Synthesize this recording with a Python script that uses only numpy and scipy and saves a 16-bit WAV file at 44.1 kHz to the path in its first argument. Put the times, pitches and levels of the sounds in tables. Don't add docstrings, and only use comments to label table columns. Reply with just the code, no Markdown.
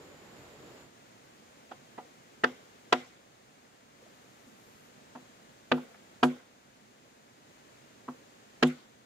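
import sys
import numpy as np
from scipy import signal
from scipy.fft import rfft, irfft, next_fast_len
from scipy.io import wavfile
from scipy.ndimage import uniform_filter1d

SR = 44100
rng = np.random.default_rng(int(sys.argv[2]) if len(sys.argv) > 2 else 0)


def dump(signal):
    limited = np.clip(np.atleast_2d(signal).T, -1, 1)
    pcm = np.round(limited * 32767).astype(np.int16)
    wavfile.write(sys.argv[1], SR, pcm)


N = 399409

# (time [s], crack level [dB], brightness [dB/octave],
# contact time scale [ms], low ring level re crack [dB], ring time as share of the free pole's [0-1],
# pitch favoured by the struck spot [Hz], lift at that pitch [dB])
BLOWS = [(1.710, -43, -1, 4.6, -13, 1.0, 784, 6.5), (1.978, -36, -6, 3.6, -22, 1.0, 830, 11),
         (2.436, -16, -0.2, 3.65, -15, 0.87, 1597, 6.5), (2.924, -13, 2, 3.05, -15, 0.89, 690, 4.5),
         (5.151, -41.5, -4, 3.8, -1, 0.76, 810, 12.5), (5.715, -15, -2, 2.67, -5, 0.88, 464, 1.5),
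         (5.771, -40, -5, 3.5, -7, 1.0, 850, 11), (6.228, -12.5, -1, 3.9, -4.5, 0.99, 900, 4.5),
         (8.080, -35.5, -8, 3.8, 2.5, 0.54, 1045, 14.5), (8.625, -14.5, 2, 3.5, 1.5, 0.9, 1295, 1)]
# (frequency [Hz], level [dB], decay time to -60 dB for the free pole [s])
TUBE_MODES = [(150.5, -16.5, 0.14), (249.2, -1, 0.13), (362.4, -10.5, 0.16), (461.6, -15, 0.11),
              (499.5, -10.5, 0.078), (543, -19.5, 0.083), (619.5, -20, 0.16), (731, -12, 0.13),
              (768, -17.5, 0.098), (851.6, -14, 0.1), (980, -11.5, .07), (1110, -21.5, 0.02),
              (1215, -11.5, 0.079), (1370, -13.5, 0.093), (1670, -14.5, 0.039), (1982, -13, 0.066)]
# (frequency [Hz], level over the crack colour [dB])
WALL_MODES = [(335, 0.7), (450, 0.9), (710, 3.5), (965, -3), (1300, 1.5), (1620, -0.5), (1920, 0.5),
              (2400, 5.5), (2700, 3.5), (3020, -4), (3450, -3.5), (4080, 3), (4580, 8.5), (5130, -1),
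              (5700, -3)]
# (frequency [Hz], level per Hz [dB])
CRACK_COLOUR = [(30, -36.5), (59, -18.5), (100, -15), (291, 3.5), (700, -1.5), (1320, 0), (1920, -4),
                (2180, -14), (2990, -7), (3760, -14.5), (6620, -32), (15000, -66)]
# (frequency [Hz], level per Hz [dB])
SNAP_COLOUR = [(1500, -27), (3000, -1), (4500, -6), (6600, -8.5), (9000, -22.5), (15000, -36)]
# (frequency [Hz], likeness [0-1])
CRACK_ALIKE = [(200, 1), (600, 0.56), (1500, 0.5), (3000, 0.27), (8000, 0.3)]
# (centre frequency [Hz], level [dB])
ECHO_BANDS = [(300, -9), (500, -0.5), (750, -4.5), (1100, -6.5), (1450, -3), (2100, -5.5), (2700, -8),
              (3400, -6.5), (4300, -13), (5500, -16), (7000, -15), (9000, -29.5)]
# (time [s], level [dB], centre [Hz], width [Hz], decay time constant [ms])
RATTLES = [(4.02, -53, 480, 150, 12.0), (4.06, -54, 700, 200, 10.0), (4.47, -52, 232, 60, 28),
           (5.943, -48.5, 1280, 1800, 11), (6.233, -41, 7000, 8000, 18), (6.395, -49.5, 1480, 1200, 8.0),
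           (8.671, -44.5, 8500, 6000, 7.9)]
# (frequency [Hz], level per Hz [dB])
RUSH_COLOUR = [(18, -53), (30, -23), (133, -2.5), (225, -4), (479, -7), (767, -8.5), (1870, -13),
               (5040, -21.5), (6000, -24.5), (7500, -21.5), (9430, -34.5), (11900, -30), (15500, -36)]
# (frequency [Hz], likeness [0-1])
RUSH_ALIKE = [(100, 0.92), (350, 0.83), (600, 0.45), (1000, 0.04), (8000, 0)]
# (frequency [Hz], left minus right [dB])
RUSH_BALANCE = [(60, -6), (110, -4.5), (200, -3.5), (380, -1), (700, -1), (1290, 0.5), (2380, -0.5),
                (4400, -0.5), (8120, 0), (15000, -1)]
# (frequency [Hz], level per Hz [dB])
HISS_COLOUR = [(18, -60), (30, -24), (90, -14.5), (123, -6), (173, -10), (225, -3), (299, -7.5),
               (561, -7.5), (1020, -12), (1820, -14.5), (5740, -23), (6720, -19.5), (8720, -29),
               (12600, -33), (15500, -35.5)]
# (frequency [Hz], likeness [0-1])
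HISS_ALIKE = [(100, 0.96), (200, 0.95), (600, 0.73), (1400, 0.49), (2500, 0.3), (5000, 0.01), (10000, 0)]
# (frequency [Hz], left minus right [dB])
HISS_BALANCE = [(60, -7), (110, -5), (200, -5), (380, -2), (700, 0), (1290, 0.0), (2380, 2), (4400, 1.0),
                (8120, 3.5), (15000, -1)]
# (start [s], end [s], level change [dB])
DIPS = [(3.02, 4.05, -2.5), (6.32, 7.52, -2.5), (8.717, 9.5, -2.5)]
# (start [s], end [s], fade [s], centre [Hz], width [Hz], level [dB])
INSECTS = [(-.2, 0.882, 0.049, 7000, 300, -69.5), (4.0, 4.95, .15, 12100, 3500, -79),
           (4.5, 4.95, 0.11, 12000, 3000, -75)]

FULL_BLOW_DB, KNOCK_PAN_DB = -15, -1.6
WALL_DB, FIBRE_DB, GRIT_DB = -13, -8, 6
SHIVER_S = 0.015
SNAP_SHARE, SNAP_DELAY_S = 0.79, 0.0012
SPOT_OCTAVES, FAVOUR_OCTAVES = 0.44, 0.46
RING_SWELL_S, RING_HOLD_S = 0.0068, 0.1
RING_LAG_S = 0.00013
ECHO_RISE_S, ECHO_T60_S = 0.019, 0.53
ECHO_PATCHY_DB, ECHO_WIDTH = 4.5, 0.21
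SHIVER_DB, SHIVER_PER_DB = -10.5, 0.3587
ECHO_DB, ECHO_PER_DB = -33, 0.3
SNAP_DB, SNAP_PER_BRIGHTNESS = -20, 3
RING_TILT_DB, RING_TILT_PER_DB = -1.2, -0.52
RUSH_DB, RUSH_END_S, RUSH_FADE_S = -54, 0.941, 0.13
GURGLE_HZ, GURGLE_WIDTH_HZ, GURGLE_DB = 425, 280, -6.5
HISS_DB, HISS_START_S, HISS_FADE_S = -57, 0.73, 0.22
HISS_LEAD_S, DIP_FADE_S = 0.00048, 0.16
SOFT_TOP, TOP_HZ = 0.65, 15600


def blows():
    before, length = SR // 50, SR // 2
    t = (np.arange(length) - before) / SR
    out = np.zeros((2, N + length))
    pan = amp(np.array([[KNOCK_PAN_DB], [-KNOCK_PAN_DB]]) / 2)
    for time_s, db, bright, contact_ms, ring_db, share, favour_hz, lift_db in BLOWS:
        softer = FULL_BLOW_DB - db
        snap_db = SNAP_DB + SNAP_PER_BRIGHTNESS * bright
        shiver_db = SHIVER_DB + SHIVER_PER_DB * softer
        knock = pan * crack(t, contact_ms / 1000, bright, favour_hz, lift_db, snap_db, shiver_db)
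        ring_tilt_db = RING_TILT_DB + RING_TILT_PER_DB * ring_db
        knock += amp(ring_db) * ring(t, ring_tilt_db, favour_hz, lift_db, share)
        knock += amp(ECHO_DB + ECHO_PER_DB * softer) * echo(t, bright)
        start = int(time_s * SR) - before - SR // 1000
        out[:, start:start + length] += amp(db) * knock
    return out[:, :N]


def crack(t, contact_s, tilt_db, favour_hz, lift_db, snap_db, shiver_db):
    grains = np.repeat(rng.standard_normal(len(t) // 32 + 1), 32)[:len(t)]
    grit = amp(GRIT_DB * grains)
    elapsed = np.maximum(t, 0)
    shiver_rise = 1 - np.exp(-(elapsed / contact_s / 2) ** 2)
    shiver = amp(shiver_db) * shiver_rise * np.exp(-elapsed / SHIVER_S)

    hz = np.geomspace(30, 16000, num=60)
    spot = lift_db * np.exp(-(np.log2(hz / favour_hz) / SPOT_OCTAVES) ** 2)
    db = along(CRACK_COLOUR, hz) + tilt_db * np.log2(1 + hz / 1000) + spot
    colour = np.transpose([hz, db])

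    mode_hz, mode_db = np.transpose(WALL_MODES)[:, :, None]
    chance = rng.standard_normal((len(WALL_MODES), 4)).T[:, :, None]
    size = amp(along(colour, mode_hz) + mode_db + 2.0 * chance[0])
    phase = 2 * np.pi * mode_hz * (1 + 0.015 * chance[1]) * t + 10 * chance[2]
    skew = chance[3] * mode_hz / 1200
    wall = np.array([np.sum(size * np.sin(phase + side * skew), axis=0) for side in (0.5, -0.5)])
    wall /= np.sqrt(np.mean(size ** 2))

    press = bite(t, contact_s)
    fibres = pair(amp(FIBRE_DB) * press * grit + shiver, colour, CRACK_ALIKE)
    snap = pair(bite(t - SNAP_DELAY_S, SNAP_SHARE * contact_s), SNAP_COLOUR, CRACK_ALIKE)
    return amp(WALL_DB) * press * wall + fibres + amp(snap_db) * snap


def ring(t, tilt_db, favour_hz, lift_db, share):
    hz, db, t60 = np.transpose(TUBE_MODES)[:, :, None]
    chance = rng.standard_normal((len(TUBE_MODES), 4)).T[:, :, None]
    lift = lift_db * np.exp(-(np.log2(hz / favour_hz) / FAVOUR_OCTAVES) ** 2)
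    size = amp(db + tilt_db * np.log2(np.minimum(hz, 1200) / 250) + lift + 1.53 * chance[0])
    swell_s = RING_SWELL_S * np.sqrt(250 / hz) + 0.0025
    hold_s = RING_HOLD_S * share * np.minimum(250 / hz, 1) ** 2
    out = []
    for side in (1, 0):
        elapsed = np.maximum(t - side * RING_LAG_S, 0)
        phase = 0.36 * chance[2] + side * chance[3] * hz / 1500
        tone = np.sin(2 * np.pi * hz * (1 + 0.003 * chance[1]) * elapsed + phase)
        swell = 1 - np.exp(-(elapsed / swell_s) ** 1.2)
        aged = np.sqrt(elapsed ** 2 + hold_s ** 2) - hold_s
        decay = np.exp(-np.log(1000) * aged / (t60 * share))
        out.append(np.sum(size * tone * decay * swell, axis=0))
    return np.array(out)


def echo(t, tilt_db):
    elapsed = np.maximum(t, 0)
    rise = 1 - np.exp(-(elapsed / ECHO_RISE_S) ** 2)
    shape = rise * np.exp(-np.log(1000) * elapsed / ECHO_T60_S)
    out = np.zeros((2, len(t)))
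    for hz, db in ECHO_BANDS:
        patchy = shape * amp(ECHO_PATCHY_DB * walk(44.2, size=len(t)))
        band = pair(patchy, peak(hz, ECHO_WIDTH * hz), ((300, 0.75), (1500, 0.077)))
        out += amp(db + tilt_db * np.log2(hz / 1000)) * band
    return out


def bite(t, contact_s):
    u = np.maximum(t, 0) / contact_s
    return u ** 3 * np.exp(3 - 1.518 * u) / 8


def rattles():
    t, out = np.arange(SR // 5) / SR, np.zeros((2, N))
    for time_s, db, hz, width, decay_ms in RATTLES:
        shape = (1 - np.exp(-t / 0.0027)) * np.exp(-t / decay_ms * 1000)
        start = int(time_s * SR)
        out[:, start:start + len(t)] += amp(db) * pair(shape, peak(hz, width), CRACK_ALIKE)
    return out


def rush():
    wide = pair(amp(1.0 * walk(11.7)), RUSH_COLOUR, RUSH_ALIKE, balance=RUSH_BALANCE)
    gurgle_colour = peak(GURGLE_HZ, GURGLE_WIDTH_HZ)
    gurgle = pair(amp(4.0 * walk(30)), gurgle_colour, RUSH_ALIKE, balance=RUSH_BALANCE)
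    return (wide + amp(GURGLE_DB) * gurgle) * amp(RUSH_DB) * window(-9, RUSH_END_S, RUSH_FADE_S)


def hiss():
    db = HISS_DB + sum(depth_db * window(start, end, DIP_FADE_S) for start, end, depth_db in DIPS)
    far = pair(amp(0.27 * walk(4.3)), HISS_COLOUR, HISS_ALIKE, lead_s=HISS_LEAD_S, balance=HISS_BALANCE)
    return far * amp(db) * window(HISS_START_S, 99, HISS_FADE_S)


def insects():
    out = np.zeros((2, N))
    for start, end, fade, hz, width, db in INSECTS:
        flicker = window(start, end, fade) * amp(1.2 * walk(24.6))
        out += amp(db) * pair(flicker, peak(hz, width), ((1, 0), (2, 0)))
    return out


def pair(shape, colour, alike, tilt_db=0., lead_s=0., balance=((1, 0), (2, 0))):
    size = shape.shape[-1]
    n = next_fast_len(size)
    hz = np.arange(n // 2 + 1) * SR / n
    common, left, right = rfft(rng.standard_normal((3, size)) * shape, n)
    likeness = np.clip(along(alike, hz), 0, 1)
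    shared, own = np.sqrt(likeness), np.sqrt(1 - likeness)
    left = shared * common + own * left
    right = shared * common * np.exp(-2j * np.pi * hz * lead_s) + own * right
    gain = amp(along(colour, hz) + tilt_db * np.log2((hz + 1) / 1000))
    gain /= np.sqrt(np.mean(gain ** 2))
    side = amp(along(balance, hz) / 2)
    return irfft(gain * np.array([left * side, right / side]), n)[:, :size]


def peak(hz, width):
    return [(max(hz - 2 * width, hz / 4), -40), (hz - width / 2, -3), (hz, 0),
            (hz + width / 2, -3), (hz + 2 * width, -40)]


def walk(rate, size=N):
    hold = int(SR / rate)
    steps = np.repeat(rng.standard_normal(size // hold + 1), hold)
    return uniform_filter1d(uniform_filter1d(steps, hold), hold)[:size]


def window(start, end, fade):
    t = np.arange(N) / SR
    return np.clip(np.minimum(t - start, end - t) / fade, 0, 1)


def along(table, hz):
    f, v = np.transpose(table)
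    return np.interp(np.log(hz + 1), np.log(f), v)


def amp(db):
    return 10 ** (np.asarray(db) / 20)


def scene():
    return blows() + rattles() + rush() + hiss() + insects()


def record(dry):
    soft = SOFT_TOP * np.tanh(dry / SOFT_TOP)
    low_pass = signal.ellip(10, 0.2, 70, TOP_HZ, fs=SR, output="sos")
    return signal.sosfilt(low_pass, soft)


dry = scene()
out = record(dry)
dump(out)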